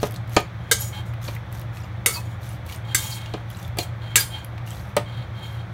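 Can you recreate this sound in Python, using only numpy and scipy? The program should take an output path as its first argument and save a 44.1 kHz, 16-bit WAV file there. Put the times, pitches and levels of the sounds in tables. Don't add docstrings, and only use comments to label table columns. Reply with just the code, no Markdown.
import sys
import numpy as np
from scipy import signal
from scipy.fft import rfft, irfft
from scipy.io import wavfile
from scipy.ndimage import uniform_filter1d

SR = 44100
rng = np.random.default_rng(int(sys.argv[2]) if len(sys.argv) > 2 else 0)


def generate_wav(sig):
    pcm = np.round(np.clip(np.atleast_2d(sig).T, -1, 1) * 32767).astype(np.int16)
    wavfile.write(sys.argv[1], SR, pcm)


N = 252693


def amp(db):
    return 10 ** (np.asarray(db) / 20)


def unit(x):
    return x / np.sqrt(np.mean(x ** 2) + 1e-20)


def steady(x):
    return x / np.sqrt(abs(uniform_filter1d(x ** 2, size=SR // 10)) + 1e-12)


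def attack(x):
    return x / np.sqrt(np.mean(x[:530] ** 2) + 1e-20)


def read(points, hz):
    f, value = np.transpose(points)
    return np.interp(np.log(hz + 1), np.log(f + 1), value)


def add(mix, s, sound):
    part = mix[max(round(s * SR), 0):][:len(sound)]
    part += sound[:len(part)]


def colour(x, spectrum):
    hz = np.fft.rfftfreq(len(x), 1 / SR)
    return irfft(rfft(x) * amp(read(spectrum, hz)), len(x))


def noise(spectrum, size):
    return unit(colour(rng.standard_normal(size), spectrum))


def wander(rate):
    hz = np.fft.rfftfreq(N, 1 / SR)
    return unit(irfft(rfft(rng.standard_normal(N)) * np.exp(-(hz / rate) ** 2), N))


def grains(per_s, spread_db):
    size = amp(spread_db * np.minimum(rng.exponential(1, N), 4))
    happens = rng.random(N) < per_s / SR
    return unit(size * rng.choice([-1, 1], N) * happens)


def push(start, length, db, change_db, attack_s, release_s):
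    t = np.arange(N) / SR - start
    held = amp(db + change_db * np.clip(t / length, 0, 1))
    return np.clip(t / attack_s, 0, 1) * held * np.exp(-np.maximum(t - length, 0) / release_s)


def ring(modes, damping, detune=0.00091, spot_db=3.0):
    t = np.arange(SR // 2) / SR
    response = np.zeros(len(t))
    variations = rng.uniform(-1.7, 1.7, (len(modes), 2))
    for (hz, width, db), (spot, load) in zip(modes, variations):
        level = amp(db + spot_db * spot) * np.sqrt(width)
        decay = np.exp(-np.pi * width * damping * t)
        cycles = hz * (1 + detune * load) * t + rng.random()
        response += level * decay * np.sin(2 * np.pi * cycles)
    return response


def favoured(modes, pitches, boost_db):
    def near(hz):
        return any(abs(hz / pitch - 1) < .025 for pitch in pitches)
    return [(hz, width, db + boost_db * near(hz)) for hz, width, db in modes]


BLOW_BANDS = [450, 1700, 6500, 13500]


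def voiced(x, band_dbs):
    hz, spectrum = np.fft.rfftfreq(2 * len(x), 1 / SR), rfft(x, 2 * len(x))
    out = np.zeros(len(x))
    for db, share in zip(band_dbs, np.eye(len(BLOW_BANDS))):
        weight = read(list(zip(BLOW_BANDS, share)), hz)
        out += amp(db) * attack(irfft(spectrum * weight)[:len(x)])
    return out


# f/Hz, level/dB before the waver
HUM_PARTIALS = [(114.4, -34.5), (167.5, -55)]
# f/Hz, relative level/dB
RUMBLE_SPECTRUM = [(10, -57), (25, -43), (35, -22.5), (50, -9.5), (63, -0.5), (73, -4), (87, 5.5),
                   (100, -2.5), (122, 4), (148, -8.5), (172, -7), (195, -8), (230, -21), (300, -30.5),
                   (500, -54.5)]
# f/Hz, relative level/dB
AIR_SPECTRUM = [(140, -18), (230, -9), (322, 2.5), (436, -8.5), (511, 0), (811, -1), (1000, -4.5),
                (1100, -2.5), (1590, -5), (2270, -8), (2810, -18), (3420, -12.5), (5050, -28.5),
                (5920, -26.5), (9000, -48.5), (16000, -57.5)]


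def appliance(waver_db=-1.0, drift_rad=0.35, rumble_db=-35.5, air_db=-43.5):
    t = np.arange(N) / SR
    out = amp(rumble_db) * noise(RUMBLE_SPECTRUM, N) + amp(air_db) * noise(AIR_SPECTRUM, N)
    for hz, db in HUM_PARTIALS:
        level = amp(db + waver_db * wander(8)) * np.sqrt(2)
        out += level * np.sin(2 * np.pi * hz * t + drift_rad * wander(8.5))
    return out


# f/Hz, time to fall 60 dB t/s
ROOM_DECAY = [(150, 0.29), (600, 0.16), (2500, 0.23), (8000, 0.2), (16000, 0.15)]


def kitchen(x, build_s=0.003):
    hz, t, z = signal.stft(rng.standard_normal(SR // 2), SR, nperseg=256)
    fall = amp(-60 * t / read(ROOM_DECAY, hz)[:, None])
    tail = signal.istft(z * fall, SR, nperseg=256)[1]
    tail = tail * (1 - np.exp(-(np.arange(len(tail)) / SR / build_s) ** 2))
    return signal.fftconvolve(x, tail / np.linalg.norm(tail))[:N]


# start t/s, length t/s, relative level/dB, change along the turn level/dB
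MEAT_TURNS = [(-0.03, 0.096, -45, 7), (0.109, 0.045, -52, 3), (0.275, 0.11, -52, 13.5),
              (1.21, 0.15, -35, -16), (1.506, 0.11, -42.5, -11), (1.718, 0.14, -44.5, -11),
              (2.399, 0.15, -44.5, -4.5), (2.642, 0.11, -47.5, 5), (3.475, 0.18, -49.5, 2),
              (4.651, 0.26, -38, -21), (5.42, 0.15, -55.5, -2)]
# f/Hz, relative level/dB
WET_SPECTRUM = [(600, -1), (1500, 0), (3500, 1.5), (5000, -2.5), (6100, 1.5), (7600, -4.5), (9300, -4),
                (10500, -4.5), (12500, 0), (16000, -8)]


def squelch(gain_db=-1, clump_db=2, fizz=0.8, bubble_db=-4, attack_s=0.05, release_s=0.02):
    crackle = grains(1200, 3.8) * amp(clump_db * wander(45)) + fizz * rng.standard_normal(N)
    t = np.arange(600) / SR
    bubbles = np.zeros(N)
    for hz in np.geomspace(2500, 14000, num=16):
        bubble = np.sin(2 * np.pi * hz * t) * np.exp(-t * hz / 9)
        bubbles += signal.oaconvolve(grains(18, 7.5), bubble)[:N]
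    wet = unit(colour(crackle, WET_SPECTRUM)) + amp(bubble_db) * unit(bubbles)
    motion = sum(push(*turn, attack_s, release_s) for turn in MEAT_TURNS)
    return amp(gain_db) * motion * steady(wet)


def small_pops(count=16, pop_db=-44.5, snap_db=-40, centre_hz=2720, spread_db=-5):
    rows = []
    for turn, when, size, pitch, snap in rng.random((count, 5)):
        start, length = MEAT_TURNS[int(turn * len(MEAT_TURNS))][:2]
        cavity_level = pop_db + spread_db * (2 * size - 1)
        snap_level = snap_db + spread_db * (2 * snap - 1)
        hz = centre_hz * 2 ** (pitch - .5)
        rows.append((start + when * length, cavity_level, hz, snap_level))
    return rows


# t/s, cavity relative level/dB, cavity f/Hz, snap relative level/dB
FILM_POPS = [(0.161, -32.5, 4240, -48), (0.276, -49, 3490, -50), (1.1373, -39, 2040, -48),
             (1.7707, -36, 2590, -57), (2.6967, -33, 2230, -49), (2.724, -30, 2970, -35),
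             (3.26, -34.5, 2820, -55), (3.597, -40, 2390, -44), (3.678, -42, 2290, -43),
             (4.4466, -40, 2380, -34.5), (4.5795, -35.5, 2210, -66)]


def pops(cavity_db=-4, snap_db=3, life_s=0.0049, snap_s=0.0017, splash=1.0):
    out, t = np.zeros(N), np.arange(2048) / SR
    for s, cavity_level, hz, snap_level in FILM_POPS + small_pops():
        wall = splash * noise([(hz / 4, -20), (hz, 0), (hz * 2, -6), (hz * 4, -25)], len(t))
        cavity = (np.sin(2 * np.pi * hz * t) + wall) * np.exp(-t / life_s)
        snap = noise([(4000, -30), (9000, -6.5), (13000, -1), (16000, -4)], len(t)) * np.exp(-t / snap_s)
        add(out, s, amp(cavity_level + cavity_db) * cavity + amp(snap_level + snap_db) * snap)
    return out


# t/s, length t/s, centre f/Hz, glide f/Hz, width f/Hz, rms level/dB
STEEL_TONES = [(0.736, 0.05, 6450, -250, 400, -37.5), (0.795, 0.027, 11400, 0, 300, -32.5),
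               (1.362, 0.0093, 2155, -900, 500, -38), (2.127, 0.066, 4500, -650, 330, -36.5),
               (2.141, 0.067, 1024, -2, 340, -40.5), (2.146, 0.052, 2555, 16, 50, -41),
               (3.106, 0.045, 4490, 217, 800, -39.5), (3.795, 0.04, 4210, 0, 200, -37),
               (4.161, 0.03, 2335, 6, 100, -30), (4.169, 0.034, 1638, 1, 100, -27.5),
               (4.188, 0.032, 13900, -1, 502, -30), (4.191, 0.028, 4820, 0.5, 100, -29.5),
               (4.33, 0.033, 3280, -3, 170, -44)]


def steel_tones():
    out, f = np.zeros(N), np.fft.fftfreq(SR // 2, 1 / SR)
    for s, length, hz, glide, width, db in STEEL_TONES:
        white = rng.standard_normal(len(f)) + 1j * rng.standard_normal(len(f))
        narrow = np.fft.fft(white) / (1 + (2 * f / width) ** 2)
        flutter = np.fft.ifft(narrow)[:int(length * SR)]
        cycles = np.cumsum(hz + glide * np.linspace(-.5, .5, len(flutter))) / SR
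        tone = (flutter * np.exp(2j * np.pi * cycles)).real
        add(out, s, amp(db) * unit(tone * signal.windows.tukey(len(tone), .7)))
    return out


# start t/s, length t/s, rub relative level/dB, rasp relative level/dB,
# change of pressure along the stroke level/dB
TINE_STROKES = [(0.593, 0.22, -58, -69.5, 9), (0.781, 0.1, -49.5, -31, -4.5), (0.922, 0.067, -40, -50.5, 2),
                (1.05, 0.04, -73, -55.5, 1.5), (2.119, 0.052, -45, -31.5, -3), (2.23, 0.11, -58, -55, -4),
                (2.841, 0.09, -50, -62.5, 11), (2.977, 0.18, -35.5, -31.5, -6.5),
                (3.16, 0.26, -39.5, -50, -17), (3.778, 0.053, -36.5, -33, -5.5), (4.009, 0.19, -46, -62, 2),
                (4.195, 0.03, -33, -31, -7.5), (4.299, 0.13, -42.5, -52, -6.5),
                (4.334, 0.026, -37.5, -61, -1), (5.051, 0.18, -47, -63, 1.5),
                (5.343, 0.27, -45.5, -60, -4.5), (5.42, 0.023, -48, -58.5, 5.5)]
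# f/Hz, width before damping f/Hz, relative level/dB
FORK_MODES = [(858, 57, -3.5), (2198, 31, 5.5), (2450, 70, -4), (3185, 60, -0.5), (3280, 36, -12.5),
              (4550, 90, -14.5), (5700, 80, -18.5), (5700, 51, -7.5), (6900, 70, -2), (8480, 55, -3.5),
              (8900, 50, -14), (10000, 83, -19), (11300, 110, -6), (13230, 100, -15.5)]
# f/Hz, width before damping f/Hz, relative level/dB
BOWL_MODES = [(480, 140, -15.5), (1340, 22, -13), (1599, 50, 5.5), (2046, 120, 9.5), (2215, 21, 0),
              (2764, 320, 6), (3330, 57, -17.5), (3730, 44, -3), (4550, 91, -3), (4640, 24, -12),
              (5290, 15, -12.5), (6200, 27, -2), (6800, 21, -11.5), (6720, 21, -8.5), (7200, 69, -6.5),
              (7630, 46, -3), (7320, 23, -10.5), (9640, 84, -14.5), (8520, 60, -6), (10700, 37, -19.5),
              (9560, 60, -8), (9800, 61, -5.5), (10500, 59, -14.5), (11370, 48, -6.5), (13600, 77, -14.5),
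              (15200, 110, -13), (14800, 160, -9), (15300, 80, -10.5)]
# f/Hz, relative level/dB
RUB_SPECTRUM = [(500, -21.5), (850, 3.5), (1400, 5), (2200, -5), (2850, 2.5), (3300, 2), (4400, 3),
                (5100, -19), (6500, -45.5)]
# f/Hz, relative level/dB
RASP_SPECTRUM = [(3500, -22), (5200, -5), (6200, -3.5), (7500, -5.5), (9900, -3.5), (10600, -7.5),
                 (11400, -2.5), (12300, -2.5), (14000, -6.5), (16000, -3.5)]


def scrapes(rub_db=-1, rasp_db=-1, fork_db=2, bowl_db=-4, dry_db=-3, jerk_db=2, rasp_ring_db=-2,
            fork_damping=0.47, bowl_damping=2.1, attack_s=0.011, release_s=0.019):
    slips = grains(3500, 0.6) * amp(jerk_db * wander(50))
    fork = unit(signal.oaconvolve(slips, ring(FORK_MODES, fork_damping))[:N])
    bowl = unit(signal.oaconvolve(slips, ring(BOWL_MODES, bowl_damping))[:N])
    dull = amp(dry_db) * unit(slips) + amp(fork_db) * fork + amp(bowl_db) * bowl
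    bright = unit(slips) + amp(rasp_ring_db) * (fork + bowl)
    rub = amp(rub_db) * steady(colour(dull, RUB_SPECTRUM))
    rasp = amp(rasp_db) * steady(colour(bright, RASP_SPECTRUM))
    out = np.zeros(N)
    for s, length, rub_level, rasp_level, change_db in TINE_STROKES:
        pressure = push(s, length, 0, change_db, attack_s, release_s)
        out += pressure * (amp(rub_level) * rub + amp(rasp_level) * rasp)
    return out


# t/s, low, middle, bright and top relative level/dB, # favoured mode f/Hz, tick f/Hz
BOWL_KNOCKS = [(0.0305, -13.5, -27.5, -30.5, -43, 425, 5860), (0.3652, -9, -13, -17.5, -44, 715, 6800),
               (1.282, -31, -34, -38, -59, 1230, 4100), (3.338, -23, -34.5, -37, -80, 425, 3960),
               (3.7713, -32, -36, -47, -41, 270, 9000), (3.7862, -19.5, -36, -21, -29, 715, 4250),
               (4.9663, -13, -19.5, -25, -28, 590, 8350)]
# f/Hz, width before damping f/Hz, relative level/dB
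BOTTOM_MODES = [(280, 40, -5.5), (342, 41, -5), (434, 59, 3.5), (600, 33, -0.5), (709, 39, -1),
                (823, 89, -8), (1233, 30, -3), (1810, 14, -16), (2390, 100, -5.5), (3102, 84, -6),
                (4390, 99, -22)]
# f/Hz, relative level/dB
KNOCK_SPECTRUM = [(71, -21), (120, 0.5), (256, -16.5), (418, -10.5), (1070, -12.5), (1240, -24.5),
                  (1580, -18.5), (2990, -21.5), (3520, -23), (4060, -20.5), (4880, -26), (7050, -29.5),
                  (16000, -27)]


def knocks(tick_s=0.0039, tick=0.93, tine_db=-15, thud_s=0.01, swell_s=0.003, modes_db=-1, damping=1.0,
           favour_db=5, hob_db=-17, hob_s=0.022, gain_db=-4):
    out, t = np.zeros(N), np.arange(SR // 2) / SR
    lowpass = signal.butter(2, 3500, fs=SR, output="sos")
    for s, *band_dbs, mode_hz, tick_hz in BOWL_KNOCKS:
        peak = [(.7, -40), (.9, -3), (1, 0), (1.1, -3), (1.3, -40)]
        tine = noise([(tick_hz * ratio, db) for ratio, db in peak], len(t))
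        contact = (tick * noise(KNOCK_SPECTRUM, len(t)) + amp(tine_db) * tine) * np.exp(-t / tick_s)
        body = signal.sosfilt(lowpass, noise(KNOCK_SPECTRUM, len(t)))
        body = body * (np.exp(-t / thud_s) + amp(hob_db) * np.exp(-t / hob_s))
        modes = attack(ring(favoured(BOTTOM_MODES, [mode_hz], favour_db), damping))
        thud = (body + amp(modes_db) * modes) * (1 - np.exp(-t / swell_s))
        add(out, s, voiced(contact + thud, band_dbs))
    return amp(gain_db) * out


# t/s, low, middle, bright and top relative level/dB,
# favoured low mode f/Hz, favoured high mode f/Hz, ring relative level/dB, chatter t/s
FORK_CLINKS = [(0.7133, -23, -19, -15.5, -21, 1630, 3770, -8.5, 0.022),
               (2.061, -29.5, -21, -18.5, -18.5, 1950, 8580, 4.5, 0.014),
               (2.947, -37, -21.5, -18.5, -21.5, 2210, 7510, -0.5, 0.017),
               (4.157, -30.5, -21, -13.5, -16, 2210, 7740, 3, 0.024)]
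# f/Hz, relative level/dB
CLINK_SPECTRUM = [(150, -51), (250, -26), (444, 1), (607, -22), (1080, -11.5), (1220, -2.5), (2200, -0.5),
                  (2530, -25.5), (2760, -11), (3280, -6), (3770, -5), (5730, -12.5), (7700, -9),
                  (14700, -17.5), (16000, -26.5)]


def clinks(modes_db=3, shimmer_db=-8, shimmer_hz=2.2 / 0.23, shimmer_damping=0.76, damping=0.7, favour_db=8,
           pressed_db=3, pressed_damping=0.75, swell_s=0.002, skid_db=-13, skid_s=0.059, gain_db=-0.5):
    out, t = np.zeros(N), np.arange(SR // 2) / SR
    for s, *band_dbs, low_hz, high_hz, ring_db, chatter_s in FORK_CLINKS:
        modes = favoured(BOWL_MODES, (low_hz, high_hz), favour_db)
        weak = [(hz, shimmer_hz, read(CLINK_SPECTRUM, hz)) for hz in rng.uniform(700, 16000, size=150)]
        burst = noise(CLINK_SPECTRUM, len(t)) * np.exp(-(t / chatter_s) ** 2)
        pressed = attack(ring(modes, pressed_damping) * (1 - np.exp(-t / swell_s)))
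        crack = burst + amp(pressed_db) * pressed
        shimmer = attack(ring(weak, shimmer_damping))
        main = attack(ring(modes, damping))
        skid = unit(colour(grains(900, 2.05)[:len(t)], CLINK_SPECTRUM)) * np.exp(-(t / skid_s) ** 2)
        tail = amp(shimmer_db) * shimmer + amp(modes_db) * main + amp(skid_db) * skid
        add(out, s, voiced(crack + amp(ring_db) * tail, band_dbs))
    return amp(gain_db) * out


def scene(room_db=-11):
    hum = appliance()
    bowl = squelch() + pops() + steel_tones() + scrapes() + knocks() + clinks()
    return (bowl + amp(room_db) * kitchen(bowl) + hum)[None]


def record(dry, edge_hz=15850):
    lowpass = signal.firwin(601, edge_hz, window=("kaiser", 8), fs=SR)
    return signal.oaconvolve(np.clip(dry, -1, 1), lowpass[None], "same")


dry = scene()
out = record(dry)
generate_wav(out)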